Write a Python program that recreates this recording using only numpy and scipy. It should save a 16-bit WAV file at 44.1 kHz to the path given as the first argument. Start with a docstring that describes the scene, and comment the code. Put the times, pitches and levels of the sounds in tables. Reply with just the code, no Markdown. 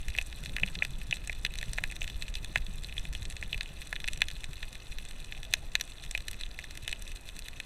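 """A camera in a waterproof case drifts over a shallow reef near a rocky shore.
From the start, surging water rumbles along the case, tiny bubbles ring faintly, and snapping shrimp
and grazing fish crackle all around. Each snap rings the case for a few milliseconds.
From half a second on, the water gulps softly now and then. Around five seconds the closest snaps
pause, then return while the rumble slowly eases."""
import sys
import numpy as np
from scipy import signal
from scipy.fft import rfft, irfft
from scipy.io import wavfile

SR = 44100
rng = np.random.default_rng(int(sys.argv[2]) if len(sys.argv) > 2 else 0)


def wav_record(signal):
    """Record a signal, one row per channel, as 16-bit PCM in the file named by sys.argv[1]."""
    frames = np.transpose(np.atleast_2d(signal))
    bounded = np.clip(frames, -1, 1)
    # unit amplitude maps onto the largest positive 16-bit level
    quanta = np.round(bounded * 32767).astype(np.int16)
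    wavfile.write(sys.argv[1], SR, quanta)


N = 337365
TIME = np.arange(N) / SR

# how hard the water pushes on the case and swirls around it: time_s, push_db, churn_db
SURGE_LEVELS = [(0, -37, -50), (0.25, -36, -54), (0.55, -39, -43), (0.9, -38.5, -47.5), (1.4, -37, -53.0),
                (1.7, -37.5, -48), (2.65, -36, -49), (3.25, -36.5, -49.0), (3.9, -43, -51),
                (4.1, -36.5, -49), (4.45, -38.5, -52.5), (4.8, -44.5, -55), (5.55, -39, -51.5),
                (5.85, -45, -55.5), (6.2, -40.5, -53), (6.65, -41.5, -56.0), (7.25, -40, -57),
                (7.65, -48, -55.5)]
# the tone of the push, the swirls and the wash from the shore: frequency_hz, relative_db
PUSH_SPECTRUM = [(8, -3), (18, 2), (27, -0.5), (42, -6.5), (60, -10), (90, -18.5), (150, -46), (400, -101)]
CHURN_SPECTRUM = [(30, -3.5), (70, -8), (125, -1), (190, -8.5), (240, -16.5), (330, -20), (600, -26),
                  (1500, -48)]
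WASH_SPECTRUM = [(100, -0.5), (250, 5.5), (450, 2.5), (700, 0.5), (1100, -2), (1600, -2.5), (4000, -29),
                 (9000, -15.5), (15000, -44)]
# how quickly the surge wobbles and the flurries of snaps come and go: frequency_hz, relative_db
WOBBLE_SPECTRUM = [(2, -6), (8, 0), (16, 0), (40, -30), (200, -100)]
FLURRY_SPECTRUM = [(1, -6), (4, 0), (15, 0), (40, -30), (200, -100)]
# how busy the reef sounds: time_s, relative_db
REEF_ACTIVITY = [(0.0, -50), (1.49, -51.5), (1.89, -48), (2.66, -50), (3.56, -51.5), (5.62, -53.5),
                 (6.44, -54), (7.65, -53)]
# the notes the case rings at: pitch_hz, relative_db, swell_s
CASE_NOTES = [(702, -16, 0.00063), (985, -15.5, 0.0021), (1661, -2, 0.0013), (2226, 0.5, 0.00066),
              (2630, -5, 0.00096), (2926, -8, 0.0018), (3486, -0.5, 0.0007), (4014, -2, 0.0007),
              (4780, -8, 0.00027), (5945, -4, 0.00032), (8065, 1.5, 0.00015), (10600, -8, 0.00015),
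              (12800, -8, 0.0002)]
# spells of faint bubbling: start_s, end_s, middle_pitch_hz, loudest_db
BUBBLE_SPELLS = [(.35, .85, 1400, -46), (5.3, 5.7, 680, -49), (0, 8.7, 650, -60)]
# round pops and thin ticks a little way off (a higher ring_q rings longer):
# snaps_per_s, level_db, pitch_hz, spread_octaves, ring_q, crack_above_pop_db
CHATTER_VOICES = [(9, -15, 3140, 0.57, 3.9, -5), (4.7, -14, 8300, 0.19, 2.1, -6)]
# close snaps and dull knocks: start_s, level_db, pitch_hz, ring_q, crack_above_pop_db
CLOSE_SNAPS = [(0.0831, -12, 6200, 12, 1), (0.15, -7, 2100, 4.6, -14), (0.1854, 7.5, 2620, 6.2, -15.5),
               (0.2131, -6.5, 2520, 11.0, -7), (0.3266, -17.5, 4400, 0.69, -10),
               (0.459, -8.5, 4140, 9.2, -5), (0.5648, -3.5, 3950, 0.84, -6.5),
               (0.5834, -7.5, 2130, 1.9, -20), (0.633, 8.5, 2610, 5.8, -27.5), (0.677, -6, 3000, 5.6, -26),
               (0.7533, -9.5, 4290, 1.6, -22), (0.788, -6, 4560, 3.6, -22), (0.8225, 8.0, 2300, 4.4, -38),
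               (0.8493, -6.5, 7950, 13, -1.5), (1.1102, -4.5, 5900, 1.15, -14),
               (1.1255, 5.5, 2700, 5.1, -32), (1.274, 3.5, 8000, 7, -17), (1.2959, 1.5, 2250, 5.9, -23),
               (1.4492, -1.5, 4880, 0.84, -5), (1.4633, -4.0, 3300, 3.1, -12),
               (1.5865, -5.5, 5560, 3, -8.5), (1.628, -2, 1880, 9, -11), (1.7329, -2, 7840, 2.9, -14),
               (1.7836, 0, 1890, 0.41, -14.5), (1.8377, -1.5, 2500, 0.85, -5), (2.017, 1, 2810, 6.2, -18),
               (2.0422, -7.0, 3060, 11.0, -6.5), (2.077, -11, 7140, 0.9, -14),
               (2.099, -7.5, 3440, 11.0, -9), (2.2225, -9, 7160, 0.86, -8), (2.34, -10, 6460, 1.9, -36),
               (2.3534, 1, 4600, 3.7, -14.5), (2.558, 5.5, 2290, 0.62, -16.5),
               (2.8446, -3.5, 4270, 6.4, -18), (2.9798, 0, 3350, 6.8, -17), (3.0522, -7.5, 2620, 6, -10),
               (3.1501, 0.5, 3100, 9.4, -14.5), (3.2529, -10, 7370, 1.4, -36),
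               (3.3002, -4, 9050, 3.7, -13.5), (3.3662, -10.5, 6640, 1.16, -14),
               (3.4262, -4.0, 2120, 2.9, -17), (3.5287, 5, 3270, 7.2, -24), (3.5437, -3.5, 2540, 6.2, -19),
               (3.6086, -5.5, 4890, 0.8, -12), (3.9275, -0.5, 1630, 0.9, -12),
               (3.962, -9.5, 3300, 0.84, -12), (4.042, -13.5, 5310, 0.37, -19),
               (4.077, -5.5, 7080, 0.8, -12), (4.0836, -1.5, 2800, 3.3, -6), (4.1328, -6.5, 9060, 1.6, -34),
               (4.2181, 4.5, 3700, 0.77, -8), (4.2841, -11, 13360, 0.56, -10),
               (4.4417, -13, 7330, 0.75, -3), (4.6292, -13, 3020, 0.55, -9), (5.3228, -12.0, 3050, 1, -7.5),
               (5.5375, 8.0, 6160, 1.8, -7.5), (5.753, 1.5, 5330, 0.67, -4.5), (5.8104, 5.5, 5860, 5.4, -9),
               (6.111, 0, 8000, 3, -13), (6.1495, 4.5, 2450, 5.6, -19), (6.1763, -2.5, 2970, 8.8, -8.5),
               (6.2824, -8.5, 13200, 0.5, -4), (6.3119, -3, 13360, 2.2, -15.5),
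               (6.4106, -5.5, 4010, 12, -7.5), (6.4344, -7.5, 3600, 4.8, -17), (6.5889, -5, 2230, 4.8, -12),
               (6.641, -11.5, 1820, 5.8, -5.5), (6.774, -12, 13360, 0.95, -2.5),
               (6.878, -2.5, 2970, 9.3, -3.5), (6.9138, -11, 7450, 1.3, -13), (6.9272, -2, 2820, 4, -9.5),
               (7.0222, -8.5, 12000, 2, -13), (7.3907, -8.5, 13360, 0.95, -12),
               (7.484, -8, 10010, 4.6, -6.5), (7.6006, -5.5, 3000, 2.9, -7)]
# gulps of water: start_s, pitch_hz, peak_db, swell_s
WATER_GULPS = [(.476, 156, -39.5, 0.0052), (0.632, 189, -38.5, .01), (0.863, 130, -42.5, 0.025),
               (1.678, 132, -37.5, 0.0091), (2.68, 180, -42.5, 0.0096), (3.071, 138, -42, 0.0081),
               (3.21, 98, -35.5, 0.0081), (4.13, 115, -42, 0.0086), (4.487, 136, -40, 0.0067),
               (6.055, 130, -44, 0.007), (6.828, 109, -39, 0.006)]


def gain_of(db):
    """Turns decibels into a number to multiply a sound by."""
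    return 10 ** (np.asarray(db) / 20)


def curve(rows, column):
    """One column of a table, joined by straight lines in time."""
    rows = np.asarray(rows)
    return np.interp(TIME, rows[:, 0], rows[:, column])


def add(mix, start_s, sound):
    """Mixes a sound in at its start time."""
    part = mix[max(round(start_s * SR), 0):][:len(sound)]
    part += sound[:len(part)]


def noise(spectrum):
    """Noise with the given tone and an average strength (rms) of 1."""
    hz, db = np.transpose(spectrum)
    shape_db = np.interp(np.log(np.fft.rfftfreq(N, 1 / SR) + 1), np.log(hz + 1), db)
    shaped = irfft(rfft(rng.standard_normal(N)) * gain_of(shape_db), N)
    return shaped / np.sqrt(np.mean(shaped ** 2) + 1e-20)


def swelling_tone(t, hz, swell_s):
    """A tone that grows for swell_s, then dies away."""
    return t / swell_s * np.exp(1 - t / swell_s) * np.sin(2 * np.pi * hz * t)


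def surge(push_db=-0.4, churn_db=-2.0, wash_db=-60, lumps_db=3.0, sway_db=2.5):
    """Water pushes on the case and swirls off in uneven lumps; a soft wash comes from the shore."""
    push = noise(PUSH_SPECTRUM) * gain_of(curve(SURGE_LEVELS, column=1) + push_db)
    push *= gain_of(sway_db * noise(WOBBLE_SPECTRUM))
    churn = noise(CHURN_SPECTRUM) * gain_of(curve(SURGE_LEVELS, column=2) + churn_db)
    churn *= gain_of(lumps_db * noise(WOBBLE_SPECTRUM))
    return push + churn + noise(WASH_SPECTRUM) * gain_of(wash_db)


def snap(hz, q, crack_db, direct=0.063, tilt_db_per_octave=0.2, scatter_hz=4200, scatter_s=0.0018,
         thud_db=-5, thud_hz=850, roundness=0.22, size=512):
    """A ringing pop plus a sharp crack; rough rock scatters the treble into a brief burst."""
    f = abs(np.fft.fftfreq(size, 1 / SR))
    ratio = f / hz
    pop = np.sqrt(ratio) / ((q * (1 - ratio ** 2)) ** 2 + ratio ** 2) / (1 + (ratio / 1.35) ** 14)
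    # swelling over a cycle or two makes the pop sound round
    pop /= 1 + (roundness * q * (ratio - 1 / (ratio + 1e-6))) ** 4
    crack = gain_of(crack_db + tilt_db_per_octave * np.log2(np.maximum(f, 2000) / 5000)) ** 2
    # low pops also shove the water: a thud under the ring
    thud = gain_of(thud_db) ** 2 / (1 + (f / thud_hz) ** 8) / (1 + (hz / 2850) ** 20)
    # turn this spectrum into a pulse that starts suddenly, then fades (minimum phase)
    log_gain = np.log(pop + thud + crack) / 2
    clean = np.fft.ifft(np.exp(np.conj(signal.hilbert(log_gain)))).real[:size // 2]
    burst = rng.standard_normal(size) * np.exp(-np.arange(size) / SR / scatter_s)
    paths = np.sqrt(1 - direct ** 2) * burst / np.linalg.norm(burst)
    paths[0] = direct  # the part that arrives straight
    # low sounds pass the rocks unbroken
    treble = 1 / np.sqrt(1 + (scatter_hz / (f + 1)) ** 6)
    scatter = np.sqrt(1 - treble ** 2) + treble * np.fft.fft(paths)
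    return np.fft.ifft(np.fft.fft(clean, size) * scatter).real[:size * 3 // 4]


def far_snaps(nearest_db=-15, per_s=1300, reach=6, falloff=1.5, low_hz=2600, high_hz=15000,
              q=3.1, crack_db=-14, flurry_db=3.5, count=64):
    """Shrimp across the seabed snap in flurries: the farther, the more of them and the fainter."""
    chance, place, kind = rng.random((3, N))
    flurries = gain_of(flurry_db * noise(FLURRY_SPECTRUM))
    voices = [snap(hz, q * rng.uniform(0.6, 3.84), crack_db)
              for hz in np.geomspace(low_hz, high_hz, count)]
    out = np.zeros(N)
    for at in np.flatnonzero(chance < flurries * per_s / SR):
        distance = np.sqrt(1 + place[at] * reach ** 2)
        add(out, at / SR, voices[int(kind[at] * count)] / distance ** falloff)
    return gain_of(nearest_db) * out


def busy_gain(follow):
    """Louder when the reef is busy; follow sets how strongly."""
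    busy_db = curve(REEF_ACTIVITY, column=1)
    return gain_of(follow * (busy_db - busy_db.mean()))


def far_reef(sizzle_db=-62):
    """The far crackle, over a sizzle of snaps too distant to tell apart."""
    sizzle = gain_of(sizzle_db) * rng.standard_normal(N)
    return (far_snaps() + sizzle) * busy_gain(follow=0.29)


def shallow_echoes(sound, echo_db=-22, fade_s=0.039, echoes_per_s=500, patches=5):
    """Snaps bounce off the surface and rocks; each patch of reef has its own echoes."""
    t = np.arange(SR // 6) / SR
    patch = (np.arange(N) // (SR // 30)) % patches  # the patches take turns
    out = sound.copy()
    for k in range(patches):
        echoes = rng.standard_normal(len(t)) * (rng.random(len(t)) < echoes_per_s / SR)
        echoes *= (t > .004) * gain_of(-60 * t / fade_s)
        echoes /= np.linalg.norm(echoes)
        out += gain_of(echo_db) * signal.oaconvolve(sound * (patch == k), echoes)[:N]
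    return out


def case_ring(sound, bounce=0.91, bounce_s=.001555, bounce_hz=2800, size=1024):
    """Each snap rings the case; the low notes come back once more from the far wall."""
    t, f = np.arange(size) / SR, np.fft.rfftfreq(size, 1 / SR)
    ring = np.zeros(size)
    for k, (hz, db, swell_s) in enumerate(CASE_NOTES):
        ring += (-1) ** k * gain_of(db) * swelling_tone(t, hz, swell_s)
    # the second arrival doubles each knock and makes it hollow
    again = bounce * np.exp(-2j * np.pi * f * bounce_s) / (1 + (f / bounce_hz) ** 20)
    ring = irfft(rfft(ring) * (1 + again), size)
    return signal.oaconvolve(sound, ring / np.linalg.norm(ring))[:N]


def bubbles(per_s=35, cycles=7, rise_per_s=4, spread_db=10):
    """Small bubbles ring briefly and glide up in pitch."""
    t, out = np.arange(SR // 14) / SR, np.zeros(N)
    for start_s, end_s, middle_hz, db in BUBBLE_SPELLS:
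        for when, pitch, faintness in rng.random((int(per_s * (end_s - start_s)), 3)):
            hz = middle_hz * 2 ** (0.52 * (pitch - .5))
            ring = np.exp(-t * hz / cycles) * np.sin(2 * np.pi * hz * t * (1 + rise_per_s * t / 2))
            add(out, start_s + when * (end_s - start_s), gain_of(db - spread_db * faintness) * ring)
    return out


def chatter(spread_db=1.5, q_octaves=0.7, crack_spread_db=5):
    """Animals a little way off snap at uneven intervals."""
    out = np.zeros(N)
    for per_s, db, hz, octaves, q, crack_db in CHATTER_VOICES:
        draws = rng.uniform(-1, 1, (200, 5))[:int(per_s * N / SR)]
        for k, (when, size, pitch, ring, sharpness) in enumerate(draws):
            longer = 2 ** (q_octaves * ring)
            pop = snap(hz * 2 ** (octaves * pitch), q * longer, crack_db + crack_spread_db * sharpness)
            pop *= np.sqrt(longer)  # a longer ring carries the same energy
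            add(out, abs(k + .5 + when) / per_s, pop * gain_of(db + spread_db * size))
    return out * busy_gain(follow=0.9)


def close_snaps(zing_db=11, zing_hz=13200, zing_q=7):
    """Snaps and knocks from nearby rocks; the hardest cracks are nearest and least scattered."""
    out = np.zeros(N)
    cycles = zing_hz * np.arange(SR // 200) / SR
    zing = np.exp(-np.pi * cycles / zing_q) * np.cos(2 * np.pi * cycles) * 2 / zing_q
    for start_s, db, hz, q, crack_db in CLOSE_SNAPS:
        nearness = 1 / (3 + np.exp(-db - crack_db))
        pop = snap(hz, q, crack_db, direct=0.21 + 1.3 * nearness, tilt_db_per_octave=-nearness)
        add(out, start_s, pop * gain_of(db))
        # the nearest cracks keep a thin, very high ring
        add(out, start_s, zing * np.sqrt(nearness) * gain_of(db + crack_db + zing_db))
    return out


def gulps():
    """Pockets of water throb for a few cycles."""
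    t, out = np.arange(SR // 5) / SR, np.zeros(N)
    for start_s, hz, db, swell_s in WATER_GULPS:
        add(out, start_s, gain_of(db) * swelling_tone(t, hz, swell_s))
    return out


def scene():
    """All snaps cross the shallows and ring the case; the water moves around it."""
    snaps = close_snaps() + chatter() + far_reef()
    crackle = case_ring(shallow_echoes(snaps))
    return (crackle + surge() + gulps() + bubbles())[None]


def record(dry, soft_hz=15600, cutoff_hz=16150):
    """The microphone softens the highest treble; a steep filter cuts off what lies above."""
    softened = signal.sosfilt(signal.butter(6, soft_hz, fs=SR, output="sos"), dry)
    steep_filter = signal.firwin(127, cutoff_hz, window=("kaiser", 9), fs=SR)
    return signal.oaconvolve(softened, steep_filter[None], "same")


dry = scene()
out = record(dry)
wav_record(out)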